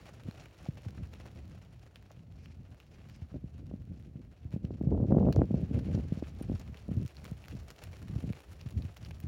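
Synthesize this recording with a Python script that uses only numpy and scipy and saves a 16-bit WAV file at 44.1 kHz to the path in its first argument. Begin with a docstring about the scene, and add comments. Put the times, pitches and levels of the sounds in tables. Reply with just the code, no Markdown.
"""A dry dirt yard, one microphone close to a flock of sheep. At first they shuffle: near hooves thud,
crush grit, scuff and kick pebbles, far ones merge into a rustle, and wind puffs at the microphone.
From about 2 s the flock almost stops and fleeces brush softly. Near 5 s one strong gust buffets the
microphone with thumping eddies. As it eases the sheep run past, and something small tinks underfoot."""
import sys
import numpy as np
from scipy import signal
from scipy.fft import rfft, irfft
from scipy.io import wavfile
from scipy.ndimage import uniform_filter1d, map_coordinates

SR = 44100
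rng = np.random.default_rng(int(sys.argv[2]) if len(sys.argv) > 2 else 0)


def to_wav(sig):
    """Store sig (one row per channel, or 1-D mono) as 16-bit WAV at the path in sys.argv[1].

    Samples outside -1..1 are clipped; the rate is SR.
    """
    pcm = np.clip(np.atleast_2d(sig), -1, 1) * 32767
    pcm = np.round(pcm).astype(np.int16)
    wavfile.write(sys.argv[1], SR, pcm.T)  # frames by channels


N = 408807
TIME = np.arange(N) / SR

# how busy the flock is; it shuffles, almost stops, then runs: (time [s], level [dB])
FLOCK_ACTIVITY = [(0, -60.5), (.17, -69.5), (.33, -66), (.95, -68.5), (1.3, -68.5), (1.92, -74),
                  (2.12, -71.5), (2.27, -77.5), (2.4, -73), (2.65, -75), (3.12, -71.5), (3.4, -74.5),
                  (4.4, -77), (5, -73), (5.55, -70), (5.9, -64.5), (6.95, -69.5), (7.7, -66.5), (9.26, -69)]
# fine grit is heard when the steps are close to the microphone: (time [s], treble [dB])
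NEARNESS = [(0, -0.5), (6, -3), (7.3, 2.5)]
# the tone of hooves on dry dirt, with the microphone's rippled treble: (frequency [Hz], gain [dB])
GROUND_SOUND_COLOUR = [(120, -10), (330, 14), (620, 9.5), (950, 2.5), (1500, 0.5), (2700, -0.5),
                       (3500, -5.5), (4400, -5), (5000, -9.5), (5600, -7), (6300, -12), (7000, -9.5),
                       (8200, -19), (9600, -15.5), (11200, -19.5), (12500, -24), (15500, -18.5)]


def undb(db):
    """Decibels to gain."""
    return 10 ** (np.asarray(db) / 20)


def unit(x):
    """Scale to rms 1."""
    return x / np.sqrt(np.mean(x ** 2))


def curve(table):
    """Join (time, value) rows by straight lines."""
    return np.interp(TIME, *np.transpose(table))


def walk(rate):
    """Smooth random drift of rms 1, changing about rate times a second."""
    return unit(map_coordinates(rng.standard_normal(N // 20), [TIME * rate], order=3, mode="wrap"))


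def edge(x, hz, kind, order=2):
    """Butterworth low-pass or high-pass."""
    return signal.sosfilt(signal.butter(order, min(hz, .45 * SR), kind, fs=SR, output="sos"), x)


def ring(x, hz, q):
    """One resonance, gain 1 at its centre."""
    return signal.lfilter(*signal.iirpeak(min(hz, .4 * SR), max(q, hz / (.4 * SR)), fs=SR), x)


def colour(x, points):
    """Minimum-phase filter through (frequency [Hz], gain [dB]) points."""
    hz, db = np.transpose(points)
    gain = undb(np.interp(np.log(np.fft.rfftfreq(2048, 1 / SR) + 1), np.log(hz), db))
    cepstrum = irfft(np.log(gain))
    half = len(cepstrum) // 2
    folded = np.r_[cepstrum[0], 2 * cepstrum[1:half], np.zeros(half)]
    return signal.fftconvolve(x, irfft(np.exp(rfft(folded))))[:len(x)]


def add(out, s, sound, db):
    """Mix a sound in at time s with a given peak level."""
    start = int(np.clip(s * SR, 0, N - 1))
    out[start:start + len(sound)] += (undb(db) * sound / np.abs(sound).max())[:N - start]


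def impacts(rate, spread_db, size=N):
    """Impulses at random moments, most small and a few large."""
    return (rng.random(size) < rate / SR) * undb(spread_db * np.clip(rng.standard_normal(size), -2, 2))


def grains(rate, spread_db, size=N):
    """Breaking crumbs: impacts of either sign."""
    return impacts(rate, spread_db, size) * np.sign(rng.standard_normal(size))


def airflow(rise_s=.0022, fall_s=.023, lull_db=-8.5):
    """Wind strength at the microphone in dB: puffs ride on the breeze and lulls dip below it."""
    # the breeze, swelling to one strong gust: (time [s], level [dB])
    breeze = [(0, -53), (.6, -54), (.95, -50), (1.52, -50.5), (1.7, -57.5), (2.55, -50.5), (2.85, -54.5),
              (3.6, -47.5), (4.1, -49), (4.36, -53.5), (4.9, -33.5), (5.22, -27), (5.5, -34.5),
              (6.3, -44.5), (7.12, -51), (8.5, -51), (9.27, -47.5)]
    # separate puffs: (start [s], hold [s], level [dB])
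    puffs = [(0.245, 0.05, -43), (0.977, 0.038, -44), (3.317, 0.042, -37.5), (4.914, 0.032, -30),
             (5.267, 0.036, -26.5), (5.358, 0.1, -37), (5.742, 0.039, -33.5), (5.868, 0.13, -36),
             (6.487, 0.06, -38), (6.878, 0.17, -38), (7.497, 0.038, -43), (8.09, 0.096, -40.5),
             (8.227, 0.093, -38), (8.72, 0.12, -42.5), (9.023, 0.11, -44.5), (9.238, 0.054, -38.5)]
    # the air drops away between gusts: (time [s])
    lulls = [.55, 2.8, 3.29, 4.36, 4.6, 4.78, 5.07, 5.33, 5.47, 5.68, 6.78, 7.12, 7.75, 8.42, 8.96]
    breeze_db = curve(breeze)
    power = undb(breeze_db) ** 2
    for s, hold, db in puffs:
        shape = np.interp(TIME, [s - rise_s, s, s + hold, s + hold + fall_s], [0, 1, 1, 0])
        power = power + (undb(db) * shape ** 2) ** 2
    lull_s = .05 * undb((np.median(breeze_db) - breeze_db) / 2)  # briefer in fast air
    dips = sum(np.exp(-((TIME - s) / lull_s) ** 2) for s in lulls)
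    return 10 * np.log10(power) + lull_db * dips


def swirl(roll_hz):
    """The pressure pulse of one eddy; a quicker eddy reaches higher in pitch."""
    t = np.arange(-SR // 80, SR // 80) / SR
    return 1 / (1 + (2 * np.pi * roll_hz * t) ** 2) * np.hanning(len(t))


def mic_port(pressure, cut_hz=66):
    """The microphone port blocks slow pressure, booms above that limit and has small cavity resonances."""
    # how the port colours the wind: (frequency [Hz], gain [dB])
    port_tone = [(90, -1), (140, -1), (210, 2), (420, 3), (600, 9), (950, 6), (2000, 13.5)]
    passed = edge(pressure, cut_hz, "high", order=4)
    boom = .14 * ring(passed, 2.1 * cut_hz, q=35)
    return colour(passed + boom, port_tone)


def wind(size_spread_db=2, gain_db=1.96):
    """A stream of small eddies crosses the microphone: faster air makes them stronger and quicker."""
    # how quickly eddies pass; the late wind is slower and deeper: (time [s], base roll-off [Hz])
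    eddy_pace = [(0, 145.5), (5.2, 151), (6.2, 125), (9.27, 102.5)]
    force_db = airflow()
    speed = undb(np.minimum(uniform_filter1d(force_db, size=900) + 25, 4)) ** .27
    roll_hz = curve(eddy_pace) * speed
    pressure = np.zeros(N)
    moments = rng.random(size=5000) * TIME[-1]
    for s, (size, pace, side) in zip(moments, rng.standard_normal((len(moments), 3))):
        eddy_hz = roll_hz[int(s * SR)] * undb(3.1 * np.clip(pace, -1.3, 1.3))
        pulse = np.sign(side) * swirl(eddy_hz)
        add(pressure, s - len(pulse) / 2 / SR, pulse, size_spread_db * size)
    pressure = unit(mic_port(pressure))
    # the stream is evened out so that it follows the strength of the gust
    power = uniform_filter1d(uniform_filter1d(pressure ** 2, size=1100), size=700)
    stream = pressure / np.sqrt(power + .02)
    # light air wavers more than a firm gust
    waver_db = 2 * walk(22) * np.interp(force_db, [-44, -34], [1.3, .5])
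    return stream * undb(force_db + waver_db + gain_db)


def eddy_thumps():
    """The strongest eddies land as separate round thumps, each swinging the air at the port a few times."""
    # single strong eddies: (time [s], peak [dB], pitch [Hz])
    eddies = [(0.287, -30, 185), (0.689, -24, 140), (0.87, -30, 105), (1.029, -31, 90), (3.227, -33, 85),
              (3.344, -32, 170), (3.443, -30, 150), (3.714, -34, 330), (3.74, -30, 200), (4.158, -33, 135),
              (4.458, -31, 110), (4.541, -25, 150), (4.564, -25, 200), (4.646, -24, 155), (4.708, -29, 300),
              (4.813, -21, 215), (4.874, -16.5, 135), (4.921, -20, 170), (5.003, -21, 245),
              (5.03, -18, 180), (5.108, -17, 190), (5.124, -14, 260), (5.171, -13.5, 170),
              (5.186, -20, 380), (5.288, -15, 220), (5.365, -19, 400), (5.384, -15.5, 90),
              (5.395, -17, 210), (5.419, -13, 290), (5.51, -18.5, 205), (5.544, -15, 170),
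              (5.633, -23, 140), (5.713, -21, 155), (5.751, -20, 110), (5.776, -21.5, 190),
              (5.948, -22, 125), (5.978, -23, 230), (6.124, -19.5, 160), (6.175, -29, 185),
              (6.226, -23.5, 280), (6.413, -26.5, 240), (6.499, -23, 240), (6.519, -26.5, 250),
              (6.547, -25.5, 105), (6.891, -26.5, 220), (6.916, -24, 175), (6.975, -23.5, 115),
              (7.051, -28, 120), (7.319, -30, 150), (7.552, -31, 140), (8.166, -23.5, 115),
              (8.242, -26, 175), (8.278, -26.5, 130), (8.304, -25, 160), (8.663, -31, 120),
              (8.773, -25.5, 82), (8.855, -28, 100)]
    out = np.zeros(N)
    for s, db, hz in eddies:
        steepness = undb(.76 * max(db + 17, 0))  # the hardest have a steep front that reaches higher
        dip = -swirl(hz * steepness)
        push = np.pad(dip, (0, 2 * len(dip)))
        thump = mic_port(ring(push, hz, q=2.2) + .17 * push)
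        add(out, s - np.abs(thump).argmax() / SR, thump, db)
    return out


def fleeces(rough_db=5.5):
    """Wool rubs on wool: a soft hiss that swells and fades."""
    # fleeces brushing past each other: (start [s], length [s], level [dB])
    brushes = [(2.317, 0.27, -74.5), (2.815, 0.16, -74.5), (3.054, 0.18, -74)]
    # the sheen of rubbed wool: (frequency [Hz], gain [dB])
    wool_tone = [(800, -18), (2400, 1), (3600, -11), (5300, -3), (7500, -17), (15000, -38)]
    swell = sum(undb(db) * np.sin(np.pi * np.clip((TIME - s) / length, 0, 1))
                for s, length, db in brushes)
    return swell * undb(rough_db * walk(60)) * unit(colour(rng.standard_normal(N), wool_tone))


def tink():
    """Something small and hard is kicked and rings high."""
    # its metallic modes: (frequency [Hz], relative level [dB], time to fall 60 dB [s])
    modes = [(9227, 0, .024), (13300, -7, .02)]
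    out, t = np.zeros(N), TIME[:SR // 8]
    ringing = sum(undb(db - 60 * t / t60) * np.sin(2 * np.pi * hz * t) for hz, db, t60 in modes)
    add(out, s=6.425, sound=ringing, db=-46)
    return out


def chips(snap_db=-7, sand_db=-19, crisp=.22):
    """Stone chips snap under the nearest hooves and kicked sand sizzles, louder the busier the flock."""
    # each size of chip snaps at its own pitch: (pitch [Hz])
    chip_pitches = (2000, 3400, 5600, 9600)
    busy = undb(curve(FLOCK_ACTIVITY) + curve(NEARNESS))
    snaps = 0
    for hz in chip_pitches:
        cracks = grains(rate=7, spread_db=5)
        knocks = edge(cracks, hz / 2, "high", order=1) + 2 * ring(cracks, hz, q=3.2)
        snaps = snaps + colour(knocks, GROUND_SOUND_COLOUR) + crisp * cracks
    sand = edge(grains(rate=900, spread_db=8) * undb(2 * walk(30)), 12000, "high")
    return busy * (undb(snap_db) * unit(snaps) + undb(sand_db) * unit(sand))


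def pebbles(gain_db=-1, body=2.35):
    """A sharp crack rings a pebble briefly; grit settles after it."""
    # hooves knocking pebbles: (time [s], peak before gain [dB], pitch [Hz])
    kicks = [(0.311, -39.5, 4000), (0.4574, -42, 2610), (1.138, -40, 3200), (1.201, -40.5, 2400),
             (1.958, -38, 3300), (2.116, -44.5, 6260), (2.458, -42.5, 2360), (2.801, -45, 2700),
             (3.088, -47, 5500), (3.098, -45, 4900), (4.65, -43, 2920), (5.326, -32.5, 4700),
             (5.361, -36.5, 6640), (6.271, -43, 3090), (6.596, -43.5, 6800), (6.744, -41, 2600),
             (6.772, -43, 3800), (7.062, -43, 6500), (7.078, -44, 8000), (7.168, -40.5, 4600),
             (7.243, -38.5, 9600), (7.44, -42, 2110), (7.483, -37, 5900), (7.704, -36, 7000),
             (7.838, -37.5, 10700), (8.332, -38, 2300), (8.404, -40.5, 2700), (8.612, -39, 5000),
             (8.707, -40, 11200), (8.822, -42.5, 4000), (8.968, -36.5, 5660), (9.049, -38, 5000),
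             (9.109, -38, 2900), (9.202, -41, 13400)]
    out, t = np.zeros(N), TIME[:SR // 15]
    contact = (1 - np.exp(-t / .0003)) * np.exp(-t / .0008)
    settling = .12 * np.exp(-t / .008)
    for s, db, hz in kicks:
        crack = contact * rng.standard_normal(len(t))
        crack += settling * unit(grains(rate=3600, spread_db=17, size=len(t)))
        # a smaller stone radiates less bass and snaps more brightly
        knock = edge(crack, hz / 4, "high", order=1) + body * ring(crack, hz, q=2.7)
        snap = hz / 32000 * edge(crack, 6000, "high", order=1)
        add(out, s, colour(knock, GROUND_SOUND_COLOUR) + snap, db + gain_db)
    return out


def scuffs(gain_db=-9, body=.83):
    """A sliding hoof tears up a spray of grains that builds over its slide time and dies away."""
    # hooves scraping the dirt: (time [s], peak before gain [dB], pitch [Hz], slide [s])
    slides = [(0.056, -33, 1260, .004), (0.09, -33, 1140, 0.0032), (0.27, -36.5, 1400, 0.011),
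              (0.432, -39, 2000, 0.0084), (0.886, -32, 1480, 0.0033), (1.135, -31, 1900, 0.0022),
              (1.26, -32, 1230, 0.0049), (1.3863, -38, 2470, 0.0074), (1.862, -38, 1520, 0.0072),
              (2.92, -44, 2200, 0.038), (4.314, -44, 1700, 0.0087), (4.519, -36, 2400, 0.011),
              (5.7432, -35.5, 1170, 0.0044), (5.792, -31, 1380, 0.0027), (7.252, -26, 1490, 0.0047),
              (7.818, -32.5, 1900, 0.011), (7.934, -32, 2300, 0.0036), (8.294, -32.5, 2550, 0.0064),
              (8.364, -35, 2360, 0.0084)]
    out, t = np.zeros(N), TIME[:SR // 5]
    for s, db, hz, slide_s in slides:
        spray = grains(rate=4000, spread_db=9, size=len(t)) * t * np.exp(-t / slide_s)
        scrape = colour(spray + body * ring(spray, hz, q=4.7), GROUND_SOUND_COLOUR)
        add(out, s - .004, scrape, db + gain_db)
    return out


def stamps():
    """A hoof lands flat with a short hollow knock."""
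    # hooves stamping on packed earth: (time [s], peak [dB], pitch [Hz])
    landings = [(0.661, -41, 670), (2.106, -47.5, 596)]
    out, t = np.zeros(N), TIME[:SR // 15]
    for s, db, hz in landings:
        blow = rng.standard_normal(len(t)) * np.exp(-t / .003)
        add(out, s, edge(ring(blow, hz, q=3.1), 1300, "low"), db)
    return out


def footfalls(rate, spread_db, crush_s):
    """Pressure of many hooves on the ground: each step builds quickly and dies away."""
    t = TIME[:SR // 4] / crush_s
    load = signal.fftconvolve(impacts(rate, spread_db) ** 2, t * np.exp(-t))[:N].clip(0)
    return np.sqrt(load / (uniform_filter1d(load, size=SR // 3) + 1e-9))


def flock(grit_db=1.5, rustle_db=-1, thud_db=-9, floor_db=-72, hiss_db=-89):
    """Near steps thud and crush grit, far steps blur into a rustle, over a faint low murmur and hiss."""
    busy_db = curve(FLOCK_ACTIVITY) + 2.5
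    # when the flock slows, the near sheep stand still first and the far rustle remains
    near = undb(.35 * np.minimum(busy_db + 66, 0))
    steps = footfalls(rate=65, spread_db=3.1, crush_s=.0045)
    grit = 0
    for hz in (700, 1400, 2800, 5600, 11200):
        # every patch of ground has its own mix of grain sizes
        grit = grit + ring(grains(rate=3000, spread_db=10) * undb(2 * walk(35)), hz, q=2)
    crunch = undb(grit_db) * unit(colour(grit * steps, GROUND_SOUND_COLOUR))
    rustle = undb(rustle_db) * unit(colour(rng.standard_normal(N), GROUND_SOUND_COLOUR))
    dirt = near * crunch + rustle
    fine_grit = signal.sosfiltfilt(signal.butter(2, 7500, "high", fs=SR, output="sos"), dirt)
    dirt = dirt + fine_grit * (undb(curve(NEARNESS)) - 1)
    blows = grains(rate=900, spread_db=3.5) * steps
    thuds = undb(thud_db) * unit(edge(edge(blows, 500, "low", order=4), 210, "high"))
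    murmur_gain = undb(floor_db + walk(.74))
    murmur = unit(edge(ring(rng.standard_normal(N), 310, q=.57), 720, "low", order=4))
    hiss = undb(hiss_db) * rng.standard_normal(N)
    return (dirt + thuds) * undb(busy_db) + murmur_gain * murmur + hiss


def scene():
    """Wind at the microphone and sheep in the yard, in mono."""
    air = wind() + eddy_thumps()
    sheep = flock() + chips() + fleeces() + pebbles() + scuffs() + stamps() + tink()
    return (air + sheep)[None]


def record(dry, bottom_hz=48, top_hz=16000):
    """The recorder cuts the deepest rumble and the top."""
    top_cut = signal.ellip(10, .2, 70, top_hz, fs=SR, output="sos")
    return signal.sosfilt(top_cut, edge(dry, bottom_hz, "high", order=3))


dry = scene()
out = record(dry)
to_wav(out)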